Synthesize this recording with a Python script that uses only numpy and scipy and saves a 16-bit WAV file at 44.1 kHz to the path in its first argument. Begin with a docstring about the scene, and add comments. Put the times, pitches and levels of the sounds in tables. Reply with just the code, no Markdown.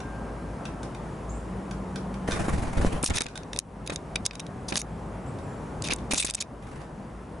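"""Small birds at a seed-cake feeder in winter woods, 7.4 s, over a distant rumble (shaped noise plus hum).
From the start a bird pecks farther off (struck resonances, woodland echo); two faint tones ring away, a low
drone passes at 1-3.2 s and calls (bent sines) sound from 1.3 s. At 2.3 s wings flutter past (pulsed noise, air
slaps); from 3.0 s husks crack and scrape close by (slips through resonances) over dull knocks (damped swings).
Five faint wingbeats end it at 6.6 s. The recorder's limiter ducks everything after the sharpest cracks."""
import sys
import numpy as np
from scipy import signal
from scipy.io import wavfile
from scipy.ndimage import uniform_filter1d

SR = 44100
rng = np.random.default_rng(int(sys.argv[2]) if len(sys.argv) > 2 else 0)


def transcribe(signal):
    """Save signal, clipped to [-1, 1], as a 16-bit WAV file at the path in sys.argv[1]."""
    frames = np.atleast_2d(signal).T
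    limited = np.clip(frames, -1, 1)
    pcm = np.round(limited * 32767).astype(np.int16)
    wavfile.write(sys.argv[1], SR, pcm)


N = 326340

# rumble spectrum: f/Hz, density/dB per Hz (relative)
RUMBLE_SPECTRUM = [(15, -28), (30, -25.5), (80, -3.5), (160, 0), (300, -7.5), (1000, -14), (1500, -22.5),
                   (4000, -40.5), (11000, -43)]
# rumble left-right likeness: f/Hz, correlation/1
RUMBLE_LIKENESS = [(150, 1), (400, 0.9), (1200, 0.65), (3000, 0.7), (8000, 1)]
# slow course of the rumble: t/s, level/dB
RUMBLE_SWELL = [(0, -36), (5, -36), (5.7, -35), (6.6, -38.5), (7.4, -39)]
# husk resonances: f/Hz, width/Hz, level/dB (relative)
HUSK_MODES = [(1430, 3100, -7.5), (2450, 700, 3.5), (3714, 850, 1.5), (3797, 94, -3.5), (4760, 2760, 4.5),
              (6770, 1840, 1.5), (8180, 1200, 2), (10830, 4300, 2)]
# beak blows on the cake, farther off: t/s, level/dB (relative)
PECK_BLOWS = [(0.0034, -46.5), (0.6541, -41.5), (0.8313, -44), (0.948, -49), (1.7114, -43.5),
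              (1.959, -39.5), (2.142, -47.5), (2.3104, -36), (2.3194, -34), (3.285, -40.5), (3.3563, -36),
              (4.333, -44), (5.3875, -53.5), (5.985, -49.5), (6.816, -57)]
# faint far tones, dying slowly: t/s, f/Hz, level/dB
RINGING_TONES = [(0.029, 1590, -49.5), (0.581, 1330, -55)]
# course of the passing drone: t/s, f/Hz, level/dB
DRONE_PATH = [(1, 190, -72), (1.6, 189.9, -41), (2.2, 190.2, -38), (3.2, 188, -51.5)]
# calls in the trees: t/s, length/s, first f/Hz, middle f/Hz, last f/Hz, level/dB (relative)
TREE_CALLS = [(1.293, 0.015, 6200, 7260, 7500, -47.5), (1.343, 0.041, 7550, 8170, 8350, -60),
              (5.263, 0.034, 7200, 7860, 8500, -59), (5.433, 0.1, 7750, 7200, 7500, -65)]
# wingbeats of the departing bird, then two lurches of air at the feeder:
# t/s, feather swish level/dB, air push level/dB (both relative)
WINGBEATS = [(2.273, -29, -40), (2.321, -33, -24), (2.355, -38, -34), (2.391, -30.5, -19),
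             (2.439, -36, -37), (2.48, -33.5, -20.5), (2.525, -34.5, -18), (2.574, -37, -26),
             (2.62, -34.5, -22), (2.667, -37.5, -24.5), (2.726, -38, -26.5), (2.767, -31.5, -17.5),
             (2.811, -32, -19.5), (2.855, -33, -20.5), (2.919, -33.5, -19), (2.957, -45, -34.5),
             (3.083, -23.5, -6.5), (3.143, -24, -16)]
# feather swish spectrum: f/Hz, density/dB per Hz (relative)
SWISH_SPECTRUM = [(200, -14), (400, 0.5), (1800, -8.5), (4000, -21), (11000, -23)]
# feather swish left-right likeness: f/Hz, correlation/1
SWISH_LIKENESS = [(300, .3), (2500, .4), (7000, .9)]
# air push spectrum: f/Hz, density/dB per Hz (relative)
PUSH_SPECTRUM = [(15, 2.0), (55, -3.5), (200, -11.0), (700, -32.5), (3000, -84)]
# air push left-right likeness: f/Hz, correlation/1
PUSH_LIKENESS = [(60, 0.96), (300, 0.37)]
# sudden slaps of air within the flutter: t/s, level/dB (relative)
AIR_SLAPS = [(2.288, -15), (2.483, -16), (2.802, -22), (2.848, -9)]
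# husks snapping close by: t/s, level/dB (relative), treble over body/dB
HUSK_SNAPS = [(3.028, -27.5, 18), (3.042, -22, 10), (3.183, -13, 0), (3.218, -13.5, 2), (3.264, -24, -9),
              (3.375, -26.5, -7), (3.432, -42.5, -11), (3.531, -29, -11), (3.561, -29.5, -6),
              (3.572, -37, 4), (3.597, -25, 7), (3.874, -28.5, -1), (3.9585, -25.5, 0), (4.309, -29.5, -27),
              (4.353, -33, -2), (4.395, -31, -4), (4.4, -29, 3), (4.465, -41, -9), (4.724, -27.5, -18),
              (4.756, -19.5, -9), (4.815, -27.5, 7.5), (5.821, -32.5, 9), (5.885, -30, -2), (5.934, -26, 7),
              (5.96, -40, 11), (6.143, -20.5, 3.5), (6.225, -19, -12), (6.298, -18, 9), (6.307, -20, 8),
              (6.337, -28, 6), (6.422, -24, 6)]
# beak scraping and crunching close by: t/s, length/s, level/dB (relative), treble over body/dB
BEAK_SCRAPES = [(3.035, 0.0087, -38, 17), (3.045, 0.0092, -24, 14), (3.055, 0.031, -18.5, 8.5),
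                (3.096, 0.0088, -20, 9), (3.132, 0.028, -27.5, 0), (3.156, 0.017, -21, 2),
                (3.168, 0.016, -20.5, -16), (3.204, 0.0088, -18, -1), (3.228, 0.018, -37, 4),
                (3.535, 0.029, -54, 1), (3.588, 0.0036, -16, 11), (3.859, 0.012, -44.5, -1),
                (3.896, 0.0091, -32, -10), (3.92, 0.031, -46, 9), (4.1555, 0.0047, -23, -5),
                (4.251, 0.0067, -28, 8), (4.261, 0.0054, -13.5, 12.5), (4.679, 0.034, -39.5, 2.5),
                (4.734, 0.016, -42, 0), (4.76, 0.02, -29.5, 4.5), (4.784, 0.025, -36, 8),
                (5.834, 0.043, -37.5, -1), (5.899, 0.029, -31, -8), (6.105, 0.021, -29.5, -1),
                (6.134, 0.0044, -27.5, 15), (6.146, 0.037, -30.5, 7), (6.175, 0.018, -26, 8),
                (6.193, 0.022, -22, 2), (6.213, 0.024, -27.5, 8), (6.245, 0.012, -21, 6.5),
                (6.26, 0.014, -24, -7), (6.275, 0.022, -32, -8), (6.345, 0.0071, -21.5, 8),
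                (6.363, 0.03, -41.5, -10), (6.4, 0.018, -26.5, 8)]
# dull knocks through the feeder: t/s, level/dB (relative)
FEEDER_KNOCKS = [(3.035, -16), (3.104, -5.5), (3.208, -9), (3.258, -18.5), (3.897, -19), (3.921, -21.5),
                 (4.722, -17.5), (5.897, -23), (5.924, -19), (6.109, -22), (6.1345, -17.5), (6.138, -19),
                 (6.16, -29), (6.246, -17.5), (6.29, -23)]

SNAP_S, DYING_DB_PER_S = 0.0025, 6995  # length of a snap; extra decay once any husk event has run its length
RINGING_DB_PER_S = -26
CALL_ENDS_DB, CALL_OPENING = 2, 0.42  # boost at both ends of a call; share over which the opening boost fades
FAR_FLIGHT_S, FAR_BEAT_S, FAR_BEAT_DB = 6.62, 0.0448, -45  # start, spacing, level of five even beats
LIMIT_DB, ATTACK_SAMPLES = -20.5, 130  # threshold; slow enough to let the first edge of a crack through
QUICK_S, SLOW_S = 0.082, 0.71  # limiter recovery time constants
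EDGE_HZ = 11080  # band limit


def amp(db):
    """Gain of a dB value."""
    return 10 ** (np.asarray(db) / 20)


def evened(x):
    """Scales to rms 1."""
    return x / np.sqrt(np.mean(x ** 2) + 1e-20)


def drift(count, size):
    """Twice-smoothed random course of rms 1."""
    once = uniform_filter1d(rng.standard_normal(count), size=size)
    return evened(uniform_filter1d(once, size=size))


def read(points, hz):
    """Reads a spectrum table on a log-frequency axis."""
    f, value = np.transpose(points)
    return np.interp(np.log(hz + 1), np.log(f + 1), value)


def add(mix, start_s, sound):
    """Mixes a sound in at start_s, cut at the end of the mix."""
    part = mix[..., round(start_s * SR):][..., :sound.shape[-1]]
    part += sound[..., :part.shape[-1]]


def ring(x, hz, width_hz):
    """Fixed resonance that keeps the power of white noise."""
    r = np.exp(-np.pi * width_hz / SR)
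    pole = r * np.exp(2j * np.pi * hz / SR)
    return np.sqrt(2 * (1 - r * r)) * signal.lfilter([1], [1, -pole], x).real


def steep(x, hz, width_hz):
    """Resonance applied twice, so the valleys beside it stay dark."""
    return np.sqrt(2 * np.pi * width_hz / SR) * ring(ring(x, hz, width_hz), hz, width_hz)


def noise(spectrum, likeness, patchy_db):
    """Stereo noise of rms 1 from random short-time spectra with drifting patches."""
    frames, hz = N // 256 + 5, np.fft.rfftfreq(1024, 1 / SR)
    a, b, c, d, patches = rng.standard_normal((frames, 513, 5)).T
    patches = uniform_filter1d(patches, size=10, axis=0)  # across frequency
    patches = evened(uniform_filter1d(patches, size=12, axis=1))  # across time
    same = np.clip(read(likeness, hz), -1, 1)[:, None]
    left = a + 1j * b
    right = same * left + np.sqrt(1 - same ** 2) * (c + 1j * d)
    level_db = read(spectrum, hz)[:, None] + patchy_db * patches
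    z = np.array([left, right]) * amp(level_db)
    return evened(signal.istft(z, nperseg=1024, noverlap=768)[1][:, :N])


def woods(x, t60_s):
    """Echoes from trunks: a dying tail of random taps, another for each ear."""
    t = np.arange(SR // 2) / SR
    tail = rng.standard_normal((2, len(t))) * amp(-60 * t / t60_s)
    return signal.fftconvolve(x[None], tail / np.linalg.norm(tail[0]), axes=1)[:, :N]


def whistle(rows, waver):
    """Start time and samples of a near sine with wavering pitch; rows are t/s, f/Hz, level/dB."""
    s, hz, db = np.transpose(rows)
    t = np.arange(s[0], s[-1], 1 / SR)
    wobble = evened(uniform_filter1d(rng.standard_normal(len(t)), size=400))
    turns = np.cumsum(np.interp(t, s, hz) * (1 + waver * wobble)) / SR
    level = np.sqrt(2) * amp(np.interp(t, s, db))
    return s[0], level * np.sin(2 * np.pi * turns) * signal.windows.tukey(len(t), .015)


def husk(rows, slips_per_s, spread_db, grit, turn_db):
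    """Runs of small uneven slips drive the modes, whose mix shifts as the husk turns in the beak."""
    modes = len(HUSK_MODES)
    treble = np.tanh(2 * np.log2(np.array(HUSK_MODES)[:, 0] / 5300)) / 2  # body -0.5, treble +0.5
    turning = evened(uniform_filter1d(rng.standard_normal((N // 100 + 1, modes)), size=8, axis=0))
    turning = np.repeat(amp(turn_db * turning.T), 100, axis=1)[:, :N]

    slips = amp(spread_db * np.minimum(rng.exponential(1, N), 3))
    slips *= rng.random(N) < slips_per_s / SR
    slips = evened(slips * rng.choice([-1., 1.], N)) + grit * rng.standard_normal(N)
    slips *= amp(1.6 * drift(N, 200))  # clumps of slips

    drive = np.zeros((modes, N))
    for s, length_s, db, treble_db in rows:
        t = np.arange(round((length_s + .008) * SR)) / SR
        rise = np.minimum(t / min(.35 * length_s, .007), 1) ** 2
        decay_db = -2 * t / length_s - DYING_DB_PER_S * np.maximum(t - length_s, 0)
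        run = rise * amp(decay_db) * slips[round(s * SR):][:len(t)]
        run /= np.sqrt(np.sum(run ** 2) / (length_s * SR))
        add(drive, s, amp(db) * evened(amp(treble * treble_db))[:, None] * run)

    gains = amp([db for _, _, db in HUSK_MODES])
    gains /= np.linalg.norm(gains)
    gains *= (-1.) ** np.arange(modes)  # alternating polarity
    return sum(gains[k] * steep(drive[k] * turning[k], hz, width_hz)
               for k, (hz, width_hz, _) in enumerate(HUSK_MODES))


def swings():
    """Time, slow swing and quick jolt: damped sines that start as a pull."""
    t = np.arange(2000) / SR
    swing = -np.sin(2 * np.pi * 280 * t) * np.exp(-500 * t)
    jolt = -np.sin(2 * np.pi * 520 * t) * np.exp(-1100 * t)
    return t, swing, jolt


def rumble():
    """Distant traffic and air with a deep fuzzy hum, swelling slowly, a little stronger on the left."""
    s, db = np.transpose(RUMBLE_SWELL)
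    hum = amp(-6.5) * evened(steep(rng.standard_normal(N), 53.8, 7.3))
    level_db = np.interp(np.arange(N) / SR, s, db) + [[.5], [-.5]]
    return amp(level_db) * (noise(RUMBLE_SPECTRUM, RUMBLE_LIKENESS, patchy_db=0.88) + hum)


def pecks():
    """Short distant blows: a sharp tick, the husk's crack, a brief low ring and a woodland tail."""
    ticks = np.zeros(N)
    for s, db in PECK_BLOWS:
        add(ticks, s, amp(db) * np.ones(1))
    rows = [(s, SNAP_S, db, -9) for s, db in PECK_BLOWS]
    crack = husk(rows, slips_per_s=4000, spread_db=2, grit=1, turn_db=1.5)
    tick = amp(19.5) * ring(ticks, 3000, 5000)
    low_ring = amp(20) * steep(ticks, 1524, 170)
    blows = amp(1.0) * crack + tick + low_ring
    return blows + amp(0.5) * woods(blows, t60_s=0.22)


def ringing():
    """Two faint tones far off, each a near sine dying for a second."""
    out = np.zeros(N)
    for s, hz, db in RINGING_TONES:
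        add(out, *whistle([(s, hz, db), (s + 1, hz, db + RINGING_DB_PER_S)], waver=0.0014))
    return out


def drone():
    """A low wavering near sine that swells and fades as it passes."""
    out = np.zeros(N)
    add(out, *whistle(DRONE_PATH, waver=0.027))
    return out


def calls():
    """Near sines, each one smooth bend of pitch, smeared by the trees."""
    out, u = np.zeros(N), np.linspace(0, 1, num=9)
    for s, length_s, first_hz, middle_hz, last_hz, db in TREE_CALLS:
        hz = first_hz * (1 - u) * (1 - 2 * u)  # parabola through the three pitches
        hz += middle_hz * 4 * u * (1 - u) + last_hz * u * (2 * u - 1)
        level_db = db + CALL_ENDS_DB * np.maximum(1 - u / CALL_OPENING, u)
        add(out, *whistle(np.transpose([s + length_s * u, hz, level_db]), waver=.008))
    return amp(-3) * out + woods(out, t60_s=.45)


def wings():
    """Each beat is a swish of feathers and a turbulent push of air on the microphones."""
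    swish, push, t = np.zeros(N), np.zeros(N), np.arange(round(.12 * SR)) / SR
    far = [(FAR_FLIGHT_S + k * FAR_BEAT_S, FAR_BEAT_DB, FAR_BEAT_DB) for k in range(5)]
    for s, swish_db, push_db in WINGBEATS + far:
        add(swish, s, amp(swish_db) * np.minimum(t / 0.007, 1) * np.exp(-t / 0.042))
        add(push, s, amp(push_db) * (t / 0.022) * np.exp(1 - t / 0.013))
    feathers = noise(SWISH_SPECTRUM, SWISH_LIKENESS, patchy_db=2)
    air = noise(PUSH_SPECTRUM, PUSH_LIKENESS, patchy_db=1.5)
    rustle = amp(1.3 * drift(N, 250))
    return swish * rustle * feathers + push * air


def slaps():
    """Slaps of air: a strong quick jolt on a slower damped swing, alike in both ears."""
    out = np.zeros((2, N))
    _, swing, jolt = swings()
    for s, db in AIR_SLAPS:
        add(out, s, amp(db) * (swing + 1.2 * jolt)[None])
    return out


def close_husks():
    """One draw of the close slips: scrapes plus denser, grittier snaps."""
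    snaps = [(s, SNAP_S, db, treble_db) for s, db, treble_db in HUSK_SNAPS]
    scraping = husk(BEAK_SCRAPES, slips_per_s=2700, spread_db=5.5, grit=0.78, turn_db=4.0)
    return scraping + husk(snaps, slips_per_s=5500, spread_db=3.5, grit=1.6, turn_db=2.5)


def cracks():
    """Close husks, almost dry; part of the body differs between microphones, the echo is duller."""
    near, other = close_husks(), close_husks()
    dull = signal.butter(2, 4500, fs=SR)
    side = amp(-5.5) * signal.lfilter(*dull, other)
    echo = amp(-11) * woods(signal.lfilter(*dull, near), t60_s=0.08)
    return near + np.array([side, -side]) + echo


def knocks():
    """A quick jolt on a slower damped swing, with a woody rattle of the cake unlike in each ear."""
    out = np.zeros((2, N))
    t, swing, jolt = swings()
    rattles = rng.standard_normal((len(FEEDER_KNOCKS), 2, len(t))) * np.exp(-t / 0.011)
    for (s, db), rattle in zip(FEEDER_KNOCKS, rattles):
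        add(out, s, amp(db) * (jolt + 0.9 * swing + 0.18 * steep(rattle, 610, 2900)))
    return out


def scene():
    """All sources at the two microphones."""
    far = rumble() + pecks() + ringing() + drone() + calls()
    return far + wings() + slaps() + cracks() + knocks()


def record(dry):
    """A treble-sensing limiter ducks and lets go in a quick and a slow stage; then the band limit."""
    sharp = signal.lfilter([1, -.9], [1], dry.mean(0))
    power_db = 10 * np.log10(abs(uniform_filter1d(sharp ** 2, size=40)) + 1e-12)
    over = np.log(np.maximum(power_db - LIMIT_DB, 1e-3))
    t = np.arange(N) / SR
    # peak hold: dB of overshoot, decaying exponentially
    quick_db = np.exp(np.maximum.accumulate(over + t / QUICK_S) - t / QUICK_S)
    slow_db = np.exp(np.maximum.accumulate(over + t / SLOW_S) - t / SLOW_S)
    attack = np.ones(ATTACK_SAMPLES) / ATTACK_SAMPLES
    duck_db = signal.lfilter(attack, [1], 0.9 * quick_db + 0.41 * slow_db)
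    band = signal.firwin(255, EDGE_HZ, window=("kaiser", 9), fs=SR)
    return signal.oaconvolve(dry / amp(duck_db), band[None], "same")


dry = scene()
out = record(dry)
transcribe(out)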